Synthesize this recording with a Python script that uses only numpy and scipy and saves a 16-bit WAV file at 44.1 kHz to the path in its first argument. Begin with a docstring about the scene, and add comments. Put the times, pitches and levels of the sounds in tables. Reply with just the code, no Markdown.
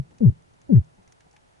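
"""Underwater, over a shell bed, heard from a camera in its housing: two short booming thumps, probably
a fish drumming on its swim bladder, after the tail of an earlier one. Each is a nearly pure tone that
swells while its pitch falls by more than an octave, then stops and leaves a faint low ring.
Tiny snaps near and far, soft knocks close by and one dull crack dot a quiet wash and rumble.
The housing colours the fish, the knocks and the crack differently in the two channels."""
import sys
import numpy as np
from scipy.fft import rfft, irfft, next_fast_len
from scipy.io import wavfile
from scipy.ndimage import map_coordinates

SR = 44100
rng = np.random.default_rng(int(sys.argv[2]) if len(sys.argv) > 2 else 0)


def wrap_up_sound(samples):
    """Save the sound to the file named by the first command line argument, as 16-bit audio."""
    columns = np.atleast_2d(samples).T
    # keep every value between -1 and 1, then stretch to whole-number steps
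    tamed = np.clip(columns, -1, 1)
    steps = np.round(tamed * 32767).astype(np.int16)
    wavfile.write(sys.argv[1], SR, steps)


N = 70560
T = np.arange(N) / SR

# wash common to both channels (frequency [Hz], relative density [dB])
WASH_MID_SPECTRUM = [(15, -36.5), (25, -6.5), (118, -3.5), (241, -14.5), (362, -13), (401, -20), (433, -14),
                     (862, -13.5), (1110, -21), (1330, -19.5), (4870, -27.5), (6120, -27), (11000, -30.5),
                     (14300, -62), (22000, -120)]
# wash opposed in the two channels (frequency [Hz], relative density [dB])
WASH_SIDE_SPECTRUM = [(15, -51), (25, -18.5), (69, -6), (156, -2.5), (192, -5), (218, -3), (336, -7.5),
                      (362, -0.5), (391, -4.5), (840, -6), (954, -6.5), (1510, -12.5), (3240, -22),
                      (5390, -27), (11000, -35.5), (14300, -65.5), (22000, -120)]
# low rumble of the water (frequency [Hz], relative density [dB])
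RUMBLE_SPECTRUM = [(25, -12), (60, -6), (110, -0.5), (175, -4), (240, -8), (500, -15.5), (1200, -46)]
# trend of the rumble as it settles (time [s], level [dB])
RUMBLE_TREND = [(0, -59), (.45, -66), (1, -69), (1.4, -83.5)]
# end of an earlier thump (time [s], pitch [Hz], level [dB], t60 [s])
EARLIER_TAIL = (0, 134, -15, 0.0775)
# low ring after each thump (time [s], pitch [Hz], level [dB], t60 [s])
AFTER_RINGS = [(0, 169.4, -44, 0.41), (.33, 160.7, -39.5, 0.23), (0.825, 156.8, -40.5, .22)]
# soft knocks close by (time [s], pitch [Hz], level [dB], t60 [s])
SOFT_KNOCKS = [(0.109, 105, -48, .09), (.125, 240, -54.5, .06), (0.511, 110, -52.5, .07),
               (0.584, 185, -58.5, .1), (.982, 186.4, -50, 0.146), (1.075, 80.4, -54.5, .09),
               (1.096, 730, -59, 0.049), (1.256, 166.5, -53.5, 0.066), (1.263, 700, -52.5, 0.068),
               (1.337, 834, -52, 0.063), (1.372, 869, -55.5, 0.074)]
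# grit in a knock (frequency [Hz], relative density [dB])
GRIT_SPECTRUM = [(60, -7), (200, -1), (350, -2.5), (800, -5.5), (1200, -22), (3000, -36.5)]
# near snaps (time [s], unused peak [dB], middle before boost [dB], treble before boost [dB])
NEAR_SNAPS = [(0.1091, -55, -63.5, -75.5), (0.1835, -47, -62.5, -59.5), (0.4219, -47.5, -74, -69),
              (0.5366, -59, -80, -69), (0.615, -46.5, -63.5, -63), (0.7257, -55, -65, -68.5),
              (0.751, -46.5, -59.5, -68.5), (1.076, -51.5, -61.5, -64), (1.1221, -48, -60, -56.5),
              (1.206, -51.5, -57.5, -65), (1.3109, -53, -81, -65.5), (1.3283, -59.5, -65, -69),
              (1.3641, -45.5, -53, -63.5)]
# middle band of a snap (frequency [Hz], relative density [dB])
MIDDLE_SPECTRUM = [(500, -17), (1200, -6.5), (2000, 0.5), (3000, -5.5), (4500, -14), (9000, -29)]
# treble band of a snap (frequency [Hz], relative density [dB])
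TREBLE_SPECTRUM = [(2000, -18), (4000, -5.5), (5200, 0), (6400, 4), (7500, -8), (11000, -10.5)]
# likeness of the snaps in left and right (frequency [Hz], correlation [-1 to 1])
SNAP_LIKENESS = [(1500, 0.9), (6000, .5)]
# course of the tone, one table per thump (time [s], pitch [Hz], level [dB], octave level [dB])
THUMP_COURSES = [
    [(0.206, 259.7, -24.5, -37), (0.217, 245.1, -15, -24), (0.236, 208, -8.5, -23.5),
     (0.25, 189.6, -6, -41.5), (0.259, 143.8, -5, -32), (0.275, 119.4, -5.5, -32),
     (0.291, 108.5, -6.5, -30.5), (0.299, 112.6, -11.5, -27.5), (0.306, 52.13, -31, -30),
     (0.314, 69.43, -33, -42), (0.326, 140.8, -28.5, -51), (0.338, 115.2, -53.5, -67.5)],
    [(0.692, 288.7, -27, -40.5), (0.704, 283.2, -15.5, -25), (0.716, 249.8, -12.5, -29.5),
     (0.73, 195.6, -6, -17.5), (0.74, 186.3, -4, -34.5), (0.751, 133.4, -6.5, -31), (0.776, 116, -4.5, -33),
     (0.788, 104.7, -8, -29.5), (0.797, 97.2, -14, -31), (0.804, 58.2, -25, -44), (0.816, 107, -25, -56),
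     (0.83, 96.26, -46, -54.5)],
]
# higher overtones before the housing colours them (multiple of the pitch, level re the tone [dB])
THUMP_OVERTONES = [(3, -22.5), (4, -37), (5, -33), (6, -42), (7, -38)]
# housing colour on those overtones (frequency [Hz], gain [dB])
HOUSING_COLOUR = [(310, -7.5), (370, 0), (440, -1), (520, -10.5), (620, -9), (720, -23.5), (950, -20.5),
                  (1500, -30)]
# rasp in a thump (frequency [Hz], relative density [dB])
RASP_SPECTRUM = [(30, 2), (80, 5), (300, -10), (600, -14.5), (900, -18), (1500, -28.5), (2500, -33.5),
                 (4500, -49.5)]
# dull crack (frequency [Hz], relative density [dB])
CRACK_SPECTRUM = [(350, -12.5), (700, 3.5), (1400, -1.5), (2500, -15), (5000, -28)]
# level of the right channel against the left (frequency [Hz], gain [dB])
RIGHT_GAIN = [(70, 9), (105, -2.5), (135, -3.5), (170, -8), (200, -9.5), (238, -12), (280, -11),
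              (420, -3.5), (580, 0.5)]
# phase of the right channel against the left (frequency [Hz], lead [rad])
RIGHT_PHASE = [(70, .2), (120, 1.2), (175, .12), (205, .33), (240, 1.1), (300, 2.4), (420, 2.24),
               (580, 2.84), (850, 1.56), (1300, .7)]


def amp(db):
    """Decibels to gain."""
    return 10 ** (np.asarray(db) / 20)


def along(points, hz):
    """A table's value at hz, interpolated on a log frequency axis."""
    frequencies, values = np.transpose(points)
    return np.interp(np.log(hz + 1), np.log(frequencies + 1), values)


def curves(rows):
    """One value per sample for each column after the time."""
    times, *columns = np.transpose(rows)
    return [np.interp(T, times, column) for column in columns]


def wobble(knots_per_s):
    """A smooth random curve."""
    return map_coordinates(rng.standard_normal(int(N * knots_per_s / SR) + 4), [T * knots_per_s])


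def filtered(x, response):
    """x through a complex frequency response."""
    size = next_fast_len(N + SR // 2)
    return irfft(rfft(x, size) * response(np.fft.rfftfreq(size, 1 / SR)), size)[..., :N]


def noise(spectrum):
    """Coloured noise of rms 1."""
    x = filtered(rng.standard_normal(N), lambda hz: amp(along(spectrum, hz)))
    return x / np.sqrt(np.mean(x ** 2) + 1e-20)


def noise_pair(spectrum, likeness):
    """Stereo coloured noise with a given correlation between the channels."""
    angle = lambda hz: np.arccos(np.clip(along(likeness, hz), -1, 1)) / 2
    mid = filtered(noise(spectrum), lambda hz: np.cos(angle(hz)))
    side = filtered(noise(spectrum), lambda hz: np.sin(angle(hz)))
    return np.array([mid + side, mid - side])


def burst(start, rise_s, t60_s):
    """An envelope that rises at start and dies away."""
    age = np.maximum(T - start, 0)
    return (1 - np.exp(-age / rise_s)) * np.exp(-np.log(1000) * age / t60_s)


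def ping(start, hz, db, t60_s, rise_s):
    """One damped vibration."""
    return amp(db) * burst(start, rise_s, t60_s) * np.sin(2 * np.pi * hz * (T - start))


def water(mid_db=-65.5, side_db=-61, flutter_db=1.5):
    """All around the microphone: a steady quiet wash and a low rumble that settles unevenly."""
    mid = amp(mid_db) * noise(WASH_MID_SPECTRUM)
    side = amp(side_db) * noise(WASH_SIDE_SPECTRUM)
    rumble_db = curves(RUMBLE_TREND)[0] + flutter_db * wobble(knots_per_s=42)
    rumble = amp(rumble_db) * noise_pair(RUMBLE_SPECTRUM, likeness=[(100, .4)])
    return np.array([mid + side, mid - side]) + rumble


def fish():
    """Probably a swim bladder being drummed: an earlier tail, two thumps and the faint ring of each."""
    tail = ping(*EARLIER_TAIL, rise_s=.0006)
    rings = sum(ping(*row, rise_s=.023) for row in AFTER_RINGS)
    return tail + rings + sum(thump(course) for course in THUMP_COURSES)


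def knocks(rise_s=.003, grit_gain_db=-4.5):
    """Faint dull bumps near the camera, each a short ring with some grit."""
    rings = sum(ping(*row, rise_s) for row in SOFT_KNOCKS)
    envelope = sum(amp(db) * burst(start, rise_s, t60_s) for start, _, db, t60_s in SOFT_KNOCKS)
    return rings + amp(grit_gain_db) * envelope * noise(GRIT_SPECTRUM)


def snaps(middle_boost_db=5, treble_boost_db=7.5, far_per_s=31, far_floor_db=-76.5, far_spread_db=3):
    """Tiny cracks from the sea bed, perhaps shrimp: a few near ones and a scatter of far ones."""
    near = [(start, middle_db + middle_boost_db, treble_db + treble_boost_db)
            for start, _, middle_db, treble_db in NEAR_SNAPS]
    far = [(when * N / SR, *(far_floor_db - far_spread_db * np.log(band_draws)))
           for when, *band_draws in rng.random((int(far_per_s * N / SR), 3))]
    middle_envelope, treble_envelope = sum(
        amp([[middle_db], [treble_db]]) * burst(start, rise_s=.00077, t60_s=.026)
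        for start, middle_db, treble_db in near + far)
    middle = middle_envelope * noise_pair(MIDDLE_SPECTRUM, SNAP_LIKENESS)
    treble = treble_envelope * noise_pair(TREBLE_SPECTRUM, SNAP_LIKENESS)
    return middle + treble


def thump(course, attack_s=.0015, release_s=.003, shimmer_db=1.05, rasp_db=-46, rasp_db_per_db=.68):
    """One boom: a falling tone with its octave, weak flickering overtones and a faint rasp."""
    hz, db, octave_db = curves(course)
    start, end = course[0][0], course[-1][0]
    phase = 2 * np.pi * np.cumsum(hz * (T >= start)) / SR
    gate = np.clip((T - start) / attack_s, 0, 1) * np.clip((end - T) / release_s, 0, 1)
    tone = np.sin(phase)
    for multiple, overtone_db in THUMP_OVERTONES:
        colour_db = along(HOUSING_COLOUR, multiple * hz)
        flicker_db = shimmer_db * wobble(knots_per_s=100)
        tone -= amp(overtone_db + colour_db + flicker_db) * np.sin(multiple * phase)
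    octave = amp(octave_db) * np.cos(2 * phase)
    # the rasp grows with the tone and pulses once a cycle
    rasp = amp(rasp_db + rasp_db_per_db * db) * (1 + np.sin(phase)) * noise(RASP_SPECTRUM)
    return gate * (amp(db) * tone - octave + rasp)


def crack():
    """One dull burst of noise at the height of the second thump."""
    return amp(db=-46) * burst(start=.7562, rise_s=.00077, t60_s=.04) * noise(CRACK_SPECTRUM)


def housing(left):
    """The housing puts the right channel out of step, stronger in the deep bass and weaker above it."""
    right = filtered(left, lambda hz: amp(along(RIGHT_GAIN, hz)) * np.exp(1j * along(RIGHT_PHASE, hz)))
    return np.array([left, right])


def scene():
    """All sources at the camera's microphone, in stereo."""
    return water() + housing(fish() + knocks() + crack()) + snaps()


def record(dry, top_hz=11150):
    """The camera keeps nothing above its band limit."""
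    return filtered(dry, lambda hz: hz < top_hz)


dry = scene()
out = record(dry)
wrap_up_sound(out)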